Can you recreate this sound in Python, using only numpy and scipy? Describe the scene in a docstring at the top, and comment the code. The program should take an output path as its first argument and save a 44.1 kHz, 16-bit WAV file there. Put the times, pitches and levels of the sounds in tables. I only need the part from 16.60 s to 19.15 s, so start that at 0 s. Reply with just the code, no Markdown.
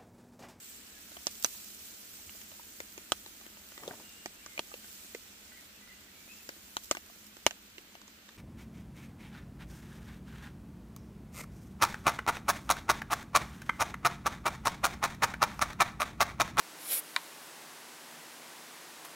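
"""Even hiss and a faint motor hum in a quiet room beside a terrarium, on a hand-held mono microphone.
Something brushes past close to the microphone: dense tiny slips make one swelling, high rustle.
Then a small plastic part snaps and rings briefly, a sharp click with a short tail in the room.
Two tiny handling ticks and a soft scuff follow."""
import sys
import numpy as np
from scipy import signal
from scipy.fft import rfft, irfft
from scipy.io import wavfile

SR = 44100
rng = np.random.default_rng(int(sys.argv[2]) if len(sys.argv) > 2 else 0)


def digitize_waveform(pressure):
    """Quantize a signal to 16-bit integers and store it at the path in sys.argv[1].

    Rows of a 2-D input are taken as channels; values are limited to [-1, 1].
    """
    field = np.atleast_2d(pressure).T
    bounded = np.clip(field, -1, 1)
    quanta = np.round(bounded * 32767).astype(np.int16)
    wavfile.write(sys.argv[1], SR, quanta)


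N = 112454
TIME = np.arange(N) / SR


def from_db(db):
    """Decibels to gain."""
    return 10 ** (np.asarray(db) / 20)


def rms_one(x):
    """Scale to unit power."""
    return x / np.sqrt(np.mean(x ** 2) + 1e-20)


def level_curve(rows):
    """Gain along rows of (seconds, dB), silent outside them."""
    return from_db(np.interp(TIME, *np.transpose(rows), left=-150, right=-150))


def colour(x, spectrum):
    """Shape a steady excitation by rows of (Hz, relative dB); rms 1."""
    hz, db = np.transpose(spectrum)
    bins = np.maximum(np.fft.rfftfreq(N, 1 / SR), 1)
    gain = from_db(np.interp(np.log(bins), np.log(hz), db))
    return rms_one(irfft(rfft(x) * gain, N))


def noise(spectrum):
    """Coloured noise; rms 1."""
    return colour(rng.standard_normal(N), spectrum)


def resonate(x, hz, width_hz):
    """Pass a steady excitation through one steep-sided resonance; rms 1."""
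    bins = np.fft.rfftfreq(N, 1 / SR)
    return rms_one(irfft(rfft(x) / (1 + 1j * (bins - hz) / width_hz) ** 2, N))


def burst(start, attack, t60):
    """Envelope with a quick rise and an exponential fall of 60 dB in t60 seconds."""
    age = np.maximum(TIME - start, 0)
    return np.minimum(age / attack, 1) * from_db(-np.minimum(60 * age / t60, 200))


def room_hiss():
    """The quiet room all around: a broad hiss whose level barely drifts."""
    # Colour of the hiss. Each row: frequency in Hz, relative density in dB.
    spectrum = [(30, -28), (60, -22), (100, -17), (135, -14.5), (170, -4), (200, -8.5), (300, 0), (390, -2),
                (650, -1.5), (920, 0.5), (1300, -2), (1900, -2), (2400, -4.5), (5000, -7), (11000, -10.5),
                (14000, -14.5), (16000, -17.5)]
    # Slow drift. Each row: time in seconds, level offset in dB.
    drift = [(0, -.3), (.7, 0.1), (1.4, -.3), (1.9, 0), (2.3, -0.1), (2.55, 0)]
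    level_db = -49.5 + np.interp(TIME, *np.transpose(drift))
    return from_db(level_db) * noise(spectrum)


def motor_hum():
    """A faint motor under the hiss: its partials waver and slowly trade level."""
    # Hum lines. Each row: frequency in Hz, base rms level in dB, multiple of the swing added to it.
    partials = [(156.6, -75.5, -0.15), (237, -72, -0.84), (315.3, -71, 1.2), (940, -77.5, -0.12),
                (1534, -74, 0.21), (7850, -75, -0.31)]
    # Slow swing of the partials. Each row: time in seconds, swing in dB.
    swing = [(0, 7), (.28, 5), (.5, 1), (.85, -0.5), (1.3, -4.5), (1.95, -1.5), (2.45, 5.5)]
    swing_db = np.interp(TIME, *np.transpose(swing))
    hum = np.zeros(N)
    for hz, db, share in partials:
        steady = np.sqrt(2) * np.sin(2 * np.pi * (hz * TIME + rng.random()))
        waver = 0.4 * resonate(rng.standard_normal(N), hz, width_hz=7.1)
        hum += from_db(db + share * swing_db) * (steady + waver)
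    return hum


def handling_ticks():
    """Light touches just above the hiss: two short ticks and a longer scuff."""
    # The touches. Each row: start in seconds, level in dB, time to fall 60 dB in seconds.
    touches = [(.630, -42.5, .02), (1.017, -43.5, 0.038), (2.447, -38.5, 0.085)]
    # Colour of a touch. Each row: frequency in Hz, relative density in dB.
    spectrum = [(200, -25), (600, -4), (950, 13.5), (1400, 1), (2100, -1), (4500, -8), (12000, -5),
                (16000, -16)]
    envelope = sum(from_db(db) * burst(start, attack=0.003, t60=t60) for start, db, t60 in touches)
    return noise(spectrum) * envelope


def slips(per_second=18000, spread_db=3.5):
    """Friction as dense tiny slips of uneven size."""
    sizes = from_db(spread_db * np.minimum(rng.exponential(1, N), 5))
    signs = rng.choice([-1, 1], N)
    return sizes * signs * (rng.random(N) < per_second / SR)


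def rustle():
    """One airy brush close to the microphone; two high resonances join as the pressure grows."""
    # Pressure of the stroke. Each row: time in seconds, level in dB.
    stroke = [(.175, -60), (.212, -46.5), (.24, -46.5), (.28, -39), (.308, -34.5), (.316, -30),
              (.35, -30.5), (.375, -32), (.394, -33), (.402, -39), (.412, -60)]
    # Broad, high colour of the friction. Each row: frequency in Hz, relative density in dB.
    friction = [(5000, -37), (8000, -9), (10000, -2), (11500, -3.5), (13500, -5), (16000, -14.5)]
    # Resonances the slips excite. Each row: frequency in Hz, width in Hz, dB against the stroke's peak.
    squeaks = [(10360, 250, -7), (11860, 300, -5)]
    # Lower body, heard under firm pressure. Each row: frequency in Hz, relative density in dB.
    body_spectrum = [(150, -29), (350, -11), (580, 2), (1100, -5.5), (2000, -1.5), (2380, 4.5), (2700, -3),
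                     (3250, 3), (4700, -1), (5350, 2), (6200, -4.5), (7200, 1.5), (10000, -16.5)]
    # Swell of that body. Each row: time in seconds, level in dB.
    body_level = [(.18, -70), (.21, -55), (.26, -51), (.305, -43.5), (.322, -37), (.338, -38), (.35, -42.5),
                  (.38, -42), (.405, -56), (.413, -72)]
    # Faint sizzle that lingers after the stroke. Each row: time in seconds, level in dB.
    sizzle_level = [(.15, -75), (.3, -59), (.55, -57), (.74, -64), (.79, -69), (.825, -56.5), (.9, -72)]
    level = level_curve(stroke)
    pressure = level / level.max()
    air = pressure * from_db(-4) * colour(slips(), friction)
    resonances = sum(from_db(db) * resonate(slips(), hz, width) for hz, width, db in squeaks)
    squeak = pressure ** 1.46 * resonances  # grows faster than the airy part
    body = level_curve(body_level) * colour(slips(), body_spectrum)
    sizzle = level_curve(sizzle_level) * noise(friction)
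    return level.max() * (air + squeak) + body + sizzle


def plastic_click(contact_s=0.00049, low_cut_hz=320):
    """A snap rings a small plastic part's modes, with a crack on top and a short tail in the room."""
    # The snap. Each row: start in seconds, gain in dB.
    snaps = [(0.5625, -18.5)]
    # The part's modes. Each row: frequency in Hz, relative level in dB, time to fall 60 dB in seconds.
    modes = [(700, -18.5, 0.033), (960, -10.5, 0.056), (1070, -13, .065), (1497, -4.5, 0.019),
             (1770, -1, 0.013), (1986, -3.5, 0.02), (2350, -5, 0.028), (2770, -9, 0.023), (3713, 0, 0.014),
             (4050, -6, 0.016), (4530, 2, 0.0059), (5100, -5, 0.0047), (6500, -15, 0.0098),
             (7700, -24, 0.009), (9200, -13, 0.0089)]
    # Crack of the contact. Each row: frequency in Hz, relative density in dB.
    crack_spectrum = [(500, -18), (1500, -1), (4500, -3), (6000, -9), (9200, -7.5), (11500, -13.5),
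                      (13000, -27), (16000, -38)]
    # The room's duller answer. Each row: frequency in Hz, relative density in dB.
    tail_spectrum = [(300, -15), (1000, 1), (2300, -3), (4000, -5), (5500, -20), (12000, -21)]
    clicks = np.zeros(N)
    for start, db in snaps:
        ring = np.zeros(N)
        for k, (hz, mode_db, t60) in enumerate(modes):
            tone = (-1) ** k * np.sin(2 * np.pi * hz * (TIME - start))  # modes alternate in sign
            ring += from_db(mode_db) * burst(start, contact_s, t60) * tone
        crack = from_db(-4) * burst(start, contact_s, t60=0.013) * noise(crack_spectrum)
        tail = from_db(-19) * burst(start, contact_s, t60=0.11) * noise(tail_spectrum)
        clicks += from_db(db) * (ring + crack + tail)
    low_cut = signal.butter(2, low_cut_hz, "high", fs=SR, output="sos")
    return signal.sosfilt(low_cut, clicks)


def scene():
    """All sources at one microphone, the same in both channels."""
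    mono = room_hiss() + motor_hum() + rustle() + plastic_click() + handling_ticks()
    return np.tile(mono, (2, 1))


def record(dry):
    """The microphone chain cuts the highest treble steeply."""
    cutoff_hz = 15850
    high_cut = signal.ellip(12, 0.1, 70, cutoff_hz, fs=SR, output="sos")
    return signal.sosfilt(high_cut, dry)


dry = scene()
out = record(dry)
digitize_waveform(out)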